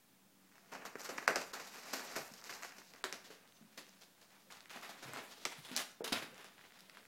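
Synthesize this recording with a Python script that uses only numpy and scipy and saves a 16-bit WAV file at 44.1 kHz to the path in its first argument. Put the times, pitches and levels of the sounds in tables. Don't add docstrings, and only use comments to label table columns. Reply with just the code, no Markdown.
import sys
import numpy as np
from scipy import signal
from scipy.fft import rfft, irfft
from scipy.io import wavfile
from scipy.ndimage import uniform_filter1d

SR = 44100
rng = np.random.default_rng(int(sys.argv[2]) if len(sys.argv) > 2 else 0)


def gain_from_db(level_db):
    decades = np.asarray(level_db, float) / 20
    return 10 ** decades


def transcribe(signal):
    frames = np.atleast_2d(signal).T
    limited = np.clip(frames, -1, 1)
    pcm = np.round(limited * 32767).astype(np.int16)
    wavfile.write(sys.argv[1], SR, pcm)


N = 311787


def level(x, db=0):
    return x * gain_from_db(db) / np.sqrt(np.mean(x ** 2))


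def add(out, s, x):
    i = int(s * SR)
    out[i:i + len(x)] += x[:N - i]


def band_filter(x, order, hz, kind="low"):
    return signal.sosfilt(signal.butter(order, hz, kind, fs=SR, output="sos"), x)


def resonance(x, hz, width_hz):
    return signal.lfilter(*signal.iirpeak(hz, hz / width_hz, fs=SR), x)


def colour(x, spectrum):
    hz, db = np.transpose(spectrum)
    f = np.maximum(np.fft.rfftfreq(4096, 1 / SR), 1)
    cepstrum = irfft(np.interp(np.log(f), np.log(hz), db) * np.log(10) / 20)
    cepstrum[1:2048] *= 2
    cepstrum[2049:] = 0
    return signal.fftconvolve(x, irfft(np.exp(rfft(cepstrum))))[:len(x)]


def walk(rate):
    k = int(SR / rate)
    held = np.repeat(rng.standard_normal(N // k + 1), k)
    return 0.78 * uniform_filter1d(uniform_filter1d(held, k), k)[:N]


def swing(hz, cycles):
    u = np.arange(int(4 * cycles * SR / hz)) * hz / SR / (cycles / 2)
    return np.sin(np.pi * cycles * u) * u * np.exp(1 - u)


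# frequency in Hz, level in dB per Hz.
HISS_COLOUR = [(15, -66), (25, -32), (55, -24), (80, -15), (102, -5.5), (130, -7), (217, 0.5), (249, -5.5),
               (285, 0), (335, -7), (591, -9.5), (11900, -18.5), (14800, -17), (16500, -15)]


def quiet():
    hiss = level(colour(rng.standard_normal(N), HISS_COLOUR), -68) * gain_from_db(0.24 * walk(3.6))
    rumble = band_filter(rng.standard_normal(N), 4, 28) * gain_from_db(4.1 * walk(4.5))
    hum = resonance(rng.standard_normal(N), hz=189.6, width_hz=3.8)
    return hiss + level(rumble, -100) + level(hum, -77.5)


# middle in seconds, level in dB, length in seconds.
JOLTS = [
    (.87, -72, .05),
    (1.19, -70, .03),
    (1.375, -62, .035),
    (1.52, -67, 0.017),
    (2.163, -64, 0.027),
    (3.048, -68, .04),
    (5.05, -68, .05),
    (5.46, -66, 0.034),
    (5.78, -70, 0.036),
    (6.13, -57, 0.027),
]


def jolts():
    t = np.arange(N) / SR
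    out = np.zeros(N)
    for s, db, length in JOLTS:
        u = 4 * (t - s) / length
        out += gain_from_db(db) * u * np.exp(-u ** 2 / 2)
    return out


# delay in seconds, level in dB.
ECHOES = [
    (.0044, -46),
    (.0062, -45),
    (0.0094, -25),
]


def room(x, wet_db):
    t60, treble_t60 = 0.46, 0.36
    t = np.arange(SR // 2) / SR
    dense = np.minimum(0.011 + 6 * t, 1)
    hits = rng.random(len(t)) < dense
    echoes = rng.standard_normal(len(t)) * hits / np.sqrt(dense) * (t > .0035)
    dull = band_filter(echoes, 1, 2500)
    tail = dull * gain_from_db(-60 * t / t60) + (echoes - dull) * gain_from_db(-60 * t / treble_t60)
    tail *= gain_from_db(wet_db) / np.sqrt(np.sum(tail ** 2))
    for lag, db in ECHOES:
        add(tail, lag, -gain_from_db(db) * np.array([.25, .5, .25]))
    return x + signal.fftconvolve(x, tail)[:N]


# time in seconds, share from 0 to 1.
GLANCE = [(0, .6), (2.8, .6), (3.2, .3), (5.3, .3), (5.7, .05), (7.07, .15)]
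# frequency in Hz, level in dB.
FLOOR_COLOUR = [(200, 0.5), (250, 2), (310, -3), (380, -1.5), (450, 1), (560, -0.5), (690, 0.5),
                (900, -0.5), (16000, 0)]


def glance(x):
    lag_s = .00015
    share = np.interp(np.arange(N) / SR, *np.transpose(GLANCE))
    late = np.interp(np.arange(N) - lag_s * SR, np.arange(N), x)
    lift = resonance(x, hz=2415, width_hz=850)
    both = (x + share * (late + 0.49 * lift)) / np.sqrt(1 + share ** 2)
    dip = resonance(both, hz=3270, width_hz=430)
    return colour(both - 0.54 * share * dip, FLOOR_COLOUR)


def squeak():
    middle_s, hz, half_s, db = 3.56, 6150, .035, -73
    t = np.arange(N) / SR - middle_s
    cycles = hz * (t + middle_s) - 2500 * t ** 2
    return gain_from_db(db) * np.exp(-(t / half_s) ** 2) * np.sin(2 * np.pi * cycles + 4.5 * walk(150))


def ring(hz, t60, sag):
    t = np.arange(int(1.2 * t60 * SR) + 8) / SR
    fade = gain_from_db(-60 * t / t60) * np.minimum(1.5 * hz * t, 1)
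    return np.sin(2 * np.pi * hz * (t - sag * t ** 2 / t60)) * fade


# start in seconds, level in dB, pitch in Hz,
# time to fade 60 dB in seconds.
KNOCKS = [(0.9548, -33.5, 440, 0.032), (1.09, -40.5, 540, 0.093), (1.279, -32, 550, 0.13),
          (1.289, -33, 684, 0.091), (1.295, -40.5, 434, .2), (1.3, -42, 313, 0.184),
          (1.36, -33.5, 594, 0.068), (1.935, -50, 514, 0.067), (6.278, -52, 230, .08),
          (2.314, -48, 239, 0.056), (3.0416, -40, 400, 0.079), (3.303, -45, 463, 0.064),
          (3.609, -52, 226.5, 0.2), (4.773, -46, 520, 0.045), (5.051, -48.5, 138.4, 0.38),
          (5.168, -45.5, 449, 0.092), (5.454, -62, 596, 0.041), (5.582, -44.5, 138, 0.093),
          (5.711, -41, 253.6, 0.18), (6.0065, -29.5, 498, 0.048), (6.012, -40, 524, 0.14),
          (6.036, -42, 430, 0.074), (6.007, -44, 865, .06), (5.78, -41, 795, .1), (6.121, -27, 324, 0.05),
          (6.31, -55, 154, 0.12), (4.47, -62, 515, 0.12), (6.326, -51.5, 530, 0.11),
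          (6.391, -53, 400, 0.15), (6.125, -46, 103, 0.26), (6.83, -69, 191.6, 0.63),
          (3.78, -52, 300, 0.14), (2.202, -52, 150, 0.097)]
# pitch as a ratio, level in dB, share of the fade time.
ROLL_MODES = [
    (.78, -8, .9),
    (1, 0, 1),
    (1.22, -7, .7),
    (1.9, -9, .3),
    (2.7, -14, .2),
]


def knocks():
    out = np.zeros(N)
    chances = rng.standard_normal((len(KNOCKS), len(ROLL_MODES)))
    for (s, db, hz, t60), chance in zip(KNOCKS, chances):
        for (ratio, mode_db, share), r in zip(ROLL_MODES, chance):
            mode = ring(hz * ratio * (1 + 0.037 * r), t60 * share, sag=0.153)
            add(out, s, gain_from_db(db + mode_db - 3.5) * mode)
    return out


# start in seconds, level in dB.
HAIRS = [(0.7208, -64), (0.7208, -56), (0.8515, -50), (0.9548, -58), (0.9947, -53), (0.9947, -51),
         (1.0086, -46), (1.0361, -45), (1.051, -40), (1.1568, -54), (1.1807, -48), (1.2775, -33),
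         (1.3578, -34), (1.4756, -54), (1.5384, -52), (1.5384, -46), (1.6696, -48), (1.7759, -51),
         (1.9355, -31), (2.0707, -47), (2.1131, -50), (2.1565, -40), (2.3371, -46), (2.403, -49),
         (2.4384, -48), (2.4953, -46), (2.616, -46), (2.6459, -47), (2.9362, -52), (3.0435, -42),
         (3.1248, -42), (3.2301, -57), (3.7768, -51), (3.8886, -52), (4.5112, -56), (4.5231, -52),
         (4.6957, -57), (4.7062, -58), (4.7566, -52), (4.8125, -54), (4.8284, -51), (5.0275, -52),
         (5.1343, -44), (5.256, -51), (5.452, -37), (5.5952, -52), (5.7144, -46), (5.7633, -25),
         (6.0437, -42), (6.127, -37), (6.2218, -51), (6.3789, -55), (6.4433, -56), (6.806, -65),
         (6.806, -48), (6.8962, -57)]


def hairs():
    out = np.zeros(N)
    for (s, db), r in zip(HAIRS, rng.random(len(HAIRS))):
        add(out, s + .0007, gain_from_db(db - 1.5) * swing(12500 * (.9 + .2 * r), 2.2))
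    return out


def pitch_scatter(rows):
    return np.exp(.1 * rng.standard_normal((len(rows), 2)))


# start in seconds, level in dB.
THREADS = [(0.9336, -53.0), (1.0949, -45), (1.1783, -38), (1.2404, -48.0), (1.2615, -51.0), (1.5363, -37),
           (1.649, -49.0), (1.968, -39), (2.1171, -47), (2.1849, -34), (2.279, -45), (2.404, -51.0),
           (2.4468, -47), (2.4635, -46.0), (2.5392, -38.0), (2.5577, -44.0), (2.6262, -42), (2.7689, -50.0),
           (2.7723, -52), (2.787, -57), (3.044, -44), (3.0664, -43.0), (3.778, -44.0), (3.867, -55),
           (3.8933, -49), (3.9917, -60), (4.0114, -53.0), (4.0385, -54.0), (4.2137, -56.0), (4.5126, -48.0),
           (4.525, -45), (4.6563, -54), (4.8131, -49), (5.0497, -56), (5.1722, -45), (5.639, -52),
           (5.7511, -38), (5.7756, -25.5), (5.9167, -49.0), (6.046, -33), (6.3445, -49.0), (6.3587, -53.0),
           (6.3798, -50.0), (6.4444, -46), (6.8063, -46), (7.0416, -62), (7.0616, -62)]
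# start in seconds, level in dB.
CATCHES = [(0.5162, -60), (0.523, -57), (0.6594, -59), (0.7219, -52), (0.8221, -49), (0.9604, -43),
           (1.186, -35), (1.2275, -42), (1.26, -59), (1.2842, -38), (1.3581, -30), (1.4716, -54),
           (1.9956, -39), (2.114, -44), (2.1576, -37), (2.3911, -55.0), (2.4191, -58), (2.4234, -51),
           (2.497, -49), (2.5015, -46), (2.595, -52), (2.6261, -48), (2.6335, -38), (2.7257, -48.0),
           (2.7837, -49.5), (2.8179, -50), (2.9634, -50), (3.046, -47), (3.053, -42), (3.3047, -51.0),
           (3.625, -60), (4.083, -69), (4.5033, -49), (5.172, -43.0), (5.4175, -58), (5.4573, -39),
           (5.7554, -50), (5.768, -48), (5.7789, -42), (5.7924, -37.0), (5.803, -36), (6.008, -61),
           (6.0677, -38), (6.124, -30), (6.345, -56), (6.7743, -72), (6.7885, -54), (7.0534, -53.0)]


def fine_snaps():
    rows = [(s, db - 16.5, db) for s, db in THREADS]
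    rows += [(s, db, db - 12) for s, db in CATCHES]
    return [(s, db, 1700 * a, tick_db, 5400 * b)
            for (s, db, tick_db), (a, b) in zip(rows, pitch_scatter(rows))]


# start in seconds, level in dB.
PLUCKS = [(1.0166, -39), (1.0915, -39), (.995, -42), (1.0065, -43), (1.0105, -44), (2.115, -47),
          (2.322, -47), (2.338, -41), (2.4147, -46), (2.441, -37.5), (2.4467, -44), (2.538, -41),
          (2.6335, -37.5), (2.7837, -45), (2.9609, -50), (3.4762, -52), (3.523, -51), (3.5728, -56),
          (3.867, -53), (3.89, -53), (4.0349, -49), (4.229, -56), (3.49, -63), (4.523, -43), (4.6062, -42),
          (4.697, -42), (5.716, -41), (6.3443, -55), (6.663, -60), (6.7736, -55), (6.807, -52),
          (7.053, -56)]
# start in seconds, level in dB.
TUGS = [(.5556, -54), (0.5814, -51), (.752, -41), (.821, -56), (2.495, -38.5), (5.027, -45), (1.537, -42),
        (2.7221, -44.5), (2.951, -51), (3.0112, -54), (3.305, -62), (4.5523, -51), (4.658, -47.5),
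        (4.773, -55), (5.5747, -63), (6.3799, -51), (6.4445, -52), (6.486, -53), (6.581, -50),
        (6.5926, -49.5), (6.612, -50), (6.652, -51), (6.7068, -53), (6.7219, -52), (6.9497, -52),
        (6.9714, -44.5), (7.0304, -56)]


def small_snaps():
    rows = [(s, db - 10, db) for s, db in PLUCKS]
    rows += [(s, db, db - 6) for s, db in TUGS]
    snaps_out = []
    for (s, db, tick_db), (a, b) in zip(rows, pitch_scatter(rows)):
        claw_hz = 5100 if s < 3.0 else 3720
        snaps_out.append((s, db, 1900 * a, tick_db, claw_hz * b))
    return snaps_out


# start in seconds, swing level in dB, swing pitch in Hz,
# tick level in dB, tick pitch in Hz.
SNAPS = [(.736, -44, 2140, -43, 5400), (.8535, -38, 1340, -45, 6300), (.9554, -35.5, 1710, -46, 5500),
         (1.182, -29, 2030, -40, 5450), (1.2766, -34, 2300, -31, 4600), (1.2784, -13, 1650, -27.5, 5400),
         (1.2794, -31, 2700, -22, 4600), (1.3585, -37, 1900, -21, 5000), (2.5264, -34.5, 2230, -45, 4400),
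         (2.6236, -41, 1930, -50, 5300), (2.9371, -46, 2500, -44, 4600), (3.041, -27.5, 1540, -22, 3620),
         (3.1263, -33.5, 2170, -27, 5600), (3.0455, -40, 2000, -38, 7600), (3.052, -42, 1800, -44, 9500),
         (3.096, -52, 2000, -48, 11000), (4.7728, -42, 1500, -58, 3000), (4.707, -47, 1900, -52, 4500),
         (1.9362, -33, 2600, -35, 7000), (5.1352, -39.5, 1300, -37.5, 9000),
         (5.1621, -36.5, 1290, -46, 4500), (2.1628, -39, 1700, -33, 5000), (2.648, -39, 1600, -41, 5000),
         (1.3597, -28, 2500, -31, 5500), (5.4526, -53, 2320, -24, 5400), (5.4531, -28, 2300, -33, 4500),
         (5.454, -32, 2170, -34, 4000), (5.7644, -52, 2370, -19, 4940), (5.7649, -48, 2370, -28, 4640),
         (5.7705, -46, 2300, -25, 6300), (6.0797, -41, 2950, -41, 4100), (6.897, -46.5, 2220, -45, 4800),
         (6.8985, -50, 2220, -52, 4800)]


def snaps():
    out = np.zeros(N)
    rows = list(SNAPS) + small_snaps() + fine_snaps()
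    burst = rng.standard_normal((len(rows), 90)) * np.exp(-np.arange(90) / (.0003 * SR))
    spit = band_filter(burst, 3, (6000, 10500), "band")
    for (s, db, hz, tick_db, tick_hz), fibre in zip(rows, spit):
        add(out, s, gain_from_db(db + 4) * swing(max(hz, 1300), .9))
        add(out, s + .0001, gain_from_db(tick_db + 2) * swing(tick_hz, 1.3))
        add(out, s + .0001, gain_from_db(tick_db - 6) * fibre / np.abs(fibre).max())
    return band_filter(out, 2, 350, "high")


def split(x):
    lo, mid, hi = 700, 3150, 8300
    cuts = [(lo, "low"), ((lo, mid), "band"), ((mid, hi), "band"), (hi, "high")]
    return [level(band_filter(x, 3, hz, kind)) for hz, kind in cuts]


# frequency in Hz, level in dB per Hz.
PILE = [(60, -32.5), (130, -8.5), (270, 1.5), (700, 2.5), (1150, 3), (1700, 3), (2700, 0.5), (3500, 1.5),
        (5000, -2), (7000, -8.5), (8300, -15), (10000, -13), (14900, -21.5), (16500, -27)]


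def fibres(scatter_db, flicker_db, crackle_db, per_s):
    sizes = uniform_filter1d(rng.exponential(size=N), size=6)
    slips = level(rng.standard_normal(N) * gain_from_db(scatter_db * sizes))
    pop_size = gain_from_db(min(crackle_db, 13) + 8 * rng.random((2, N)) ** 2)
    popping = rng.random((2, N)) < per_s / SR
    dull, bright = popping * np.sign(rng.standard_normal((2, N))) * pop_size
    bands = split(colour(slips + dull, PILE))[:2] + split(colour(slips + bright, PILE))[2:]
    shared = walk(60)
    return [band * gain_from_db(flicker_db * (shared + walk(35))) for band in bands]


# start in seconds, level in dB,
# claw against brush in dB, time to fade 60 dB in seconds.
SHOVES = [(.715, -52.5, -3, 0.48), (.811, -54, -13, 0.33), (1.089, -47, -1.5, 0.27),
          (1.224, -46.5, -9, 0.051), (1.359, -38.5, -2, 0.14), (1.598, -49, 1, 0.084),
          (2.114, -58, -1, 0.085), (2.153, -58, -3, 0.079), (2.161, -40.5, -1.5, 0.13),
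          (1.74, -58, -2, .12), (1.995, -59, -1, 0.072), (2.647, -55, 2, 0.083), (1.3, -38, -7, 0.092),
          (2.782, -56.5, 2, 0.16), (2.937, -59.5, -9, 0.16), (3.042, -43.5, -1, 0.14),
          (3.127, -48, 1, 0.16), (3.302, -58, -0.5, 0.26), (4.213, -65, 2, 0.2), (4.758, -48.5, -7, 0.12),
          (4.89, -54.5, 1, 0.19), (5.023, -52, 1, 0.3), (5.075, -54, -9, 0.26), (5.167, -48.5, -3.5, 0.31),
          (6.121, -40.5, 3.1, 0.25), (6.221, -50.5, -2.5, 0.18), (6.443, -55.5, -2.5, 0.12),
          (6.636, -62.5, -11, 0.19)]
# start in seconds, level in dB,
# claw against brush in dB, time to fade 60 dB in seconds.
SWIPES = [(.554, -66, -4, 0.17), (.751, -52, -20, 0.066), (.85, -47, 3, .13), (1.046, -50, 2.7, 0.16),
          (1.182, -43, -7, 0.071), (1.28, -30.5, -5, 0.078), (1.532, -44, -0.5, 0.26),
          (1.847, -51.5, 0.5, 0.96), (2.494, -48, 0.5, 0.17), (2.53, -60, 3, 0.089), (2.621, -49, -1, 0.18),
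          (4.822, -50.5, -0.5, 0.39), (5.52, -48, -4, 0.076), (5.648, -52.5, 1, 0.18),
          (6.58, -65, -6, 0.14), (6.945, -63, -3.5, 0.12), (4.502, -54.5, 0, .3), (4.7, -53, 1, .2),
          (6.97, -60, -3, .1)]
# start in seconds, level in dB, claw against brush in dB,
# time to fade 60 dB in seconds.
RAKES = [(.994, -56, 7, 0.15), (1.41, -61, 13, 0.12), (1.669, -62.5, 11.5, 0.15), (1.783, -62, 12.5, 0.058),
         (1.93, -44.5, 5, 0.26), (2.337, -65, 13, 0.088), (2.44, -64, 10.5, 0.54), (3.24, -60, 4.5, 0.31),
         (3.774, -51, 3.5, 0.2), (4.011, -65.5, 5.5, 0.25), (5.135, -52, -8, 0.2),
         (5.453, -39, -2.5, 0.083), (5.714, -58, 3, 0.25), (5.749, -54, 0, 0.19), (5.7655, -43.5, 6.5, 0.2),
         (6.041, -43.5, 2.5, 0.21), (6.076, -49, 6, 0.06), (6.127, -40, 8.5, 0.024), (6.789, -67, 8, 0.072)]


def scuffs():
    gains = np.zeros((4, N))
    for rows, weight_db in ((SHOVES, -4.5), (SWIPES, -12), (RAKES, -7.5)):
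        for s, db, claw_db, t60 in rows:
            t = np.arange(int(1.2 * t60 * SR)) / SR
            rise = max(0.00045 + 0.0098 * t60, 1e-4)
            shape = (1 - np.exp(-t / rise)) * gain_from_db(db + 1.5 - 60 * t / t60)
            band_db = (weight_db, 0, claw_db - 20 * t, claw_db - 8.5 - 40 * t)
            for gain, rel_db in zip(gains, band_db):
                add(gain, s, shape * gain_from_db(rel_db))
    bands = fibres(scatter_db=4.0, flicker_db=1.5, crackle_db=15.5, per_s=260)
    return sum(b * g for b, g in zip(bands, gains))


# time in seconds, pressure in dB, claws out in dB.
DRAG = [(.4, -77.5, -2), (.58, -70, 0.5), (.9, -62, -8), (1.2, -52, -3.5), (1.52, -61.5, 2), (1.7, -55, 2),
        (2.2, -50.5, 1.5), (2.35, -61, 3.5), (2.87, -68, 6), (3.1, -62.5, -8), (3.6, -70.5, 0.5),
        (4.44, -78.5, 4.5), (4.75, -57.5, -4), (5.3, -58, 1.5), (5.72, -55.5, 0), (5.95, -75, -8),
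        (6.3, -61.5, -4.5), (7.07, -66.5, -1)]
# middle in seconds, length in seconds, level in dB,
# claw against brush in dB.
SLIDES = [(1.02, 0.12, -57, 4), (1.055, .045, -51, 5), (1.42, .06, -56, 5), (2.165, .03, -54, 8),
          (1.38, 0.13, -53, -4), (2.02, 0.2, -77, -11), (2.62, 0.35, -57.5, -2.5), (3.88, 0.36, -74, -3),
          (4.34, 0.24, -69.5, -0.5), (4.587, 0.17, -67, -1), (1.767, .1, -63, -8), (2.555, 0.072, -60, 3),
          (6.405, 0.16, -64.5, -1), (4.764, 0.074, -60, -3), (5.799, 0.092, -43, 1.5),
          (6.158, 0.15, -44.5, -14)]


def drag():
    s, press, claws = np.transpose(DRAG)
    t = np.arange(N) / SR
    brush = gain_from_db(np.interp(t, s, press, left=-120))
    claw = brush * gain_from_db(np.interp(t, s, claws))
    weight = brush * gain_from_db(-9)
    for mid, length, db, claw_db in SLIDES:
        swell = gain_from_db(db) * np.exp(-(4 * (t - mid) / length) ** 2 / 2)
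        weight = weight + swell * gain_from_db(-13)
        brush = brush + swell
        claw = claw + swell * gain_from_db(claw_db)
    bands = fibres(scatter_db=7.5, flicker_db=3.0, crackle_db=11.0, per_s=240)
    gains = weight, brush, claw, claw * gain_from_db(-8)
    return gain_from_db(-3.5) * sum(b * g for b, g in zip(bands, gains))


def scene():
    soft = room(drag() + scuffs() + knocks() + squeak(), wet_db=-8.5)
    sharp = room(snaps() + hairs(), wet_db=-7)
    cat = band_filter(glance(soft + sharp), 4, 123.5, "high")
    return (cat + jolts() + quiet())[None]


def top_cut(x):
    return signal.sosfilt(signal.butter(12, 16830, fs=SR, output="sos"), x)


# start in seconds, length in seconds, lost above Hz.
TREBLE_DIPS = [(1.2655, .008, 2500), (1.5205, .008, 2800), (3.0305, .007, 2300), (4.686, .005, 4500),
               (3.133, .008, 10500), (1.366, .012, 13000), (2.345, .008, 13000), (.943, .008, 11000),
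               (5.4445, .005, 2000), (5.748, .012, 7500), (2.149, .008, 8500), (1.917, .014, 12000),
               (6.0255, .0135, 2500)]


def record(dry):
    out = dry - .0001
    for s, length, hz in TREBLE_DIPS:
        mute = np.zeros(N)
        add(mute, s, signal.windows.tukey(int(length * SR), .3))
        treble = signal.sosfiltfilt(signal.butter(8, hz, "high", fs=SR, output="sos"), dry)
        out = out - mute * treble
    out = signal.sosfiltfilt(signal.ellip(12, .2, 22, 15950, fs=SR, output="sos"), out)
    return top_cut(out)


dry = scene()
out = record(dry)
transcribe(out)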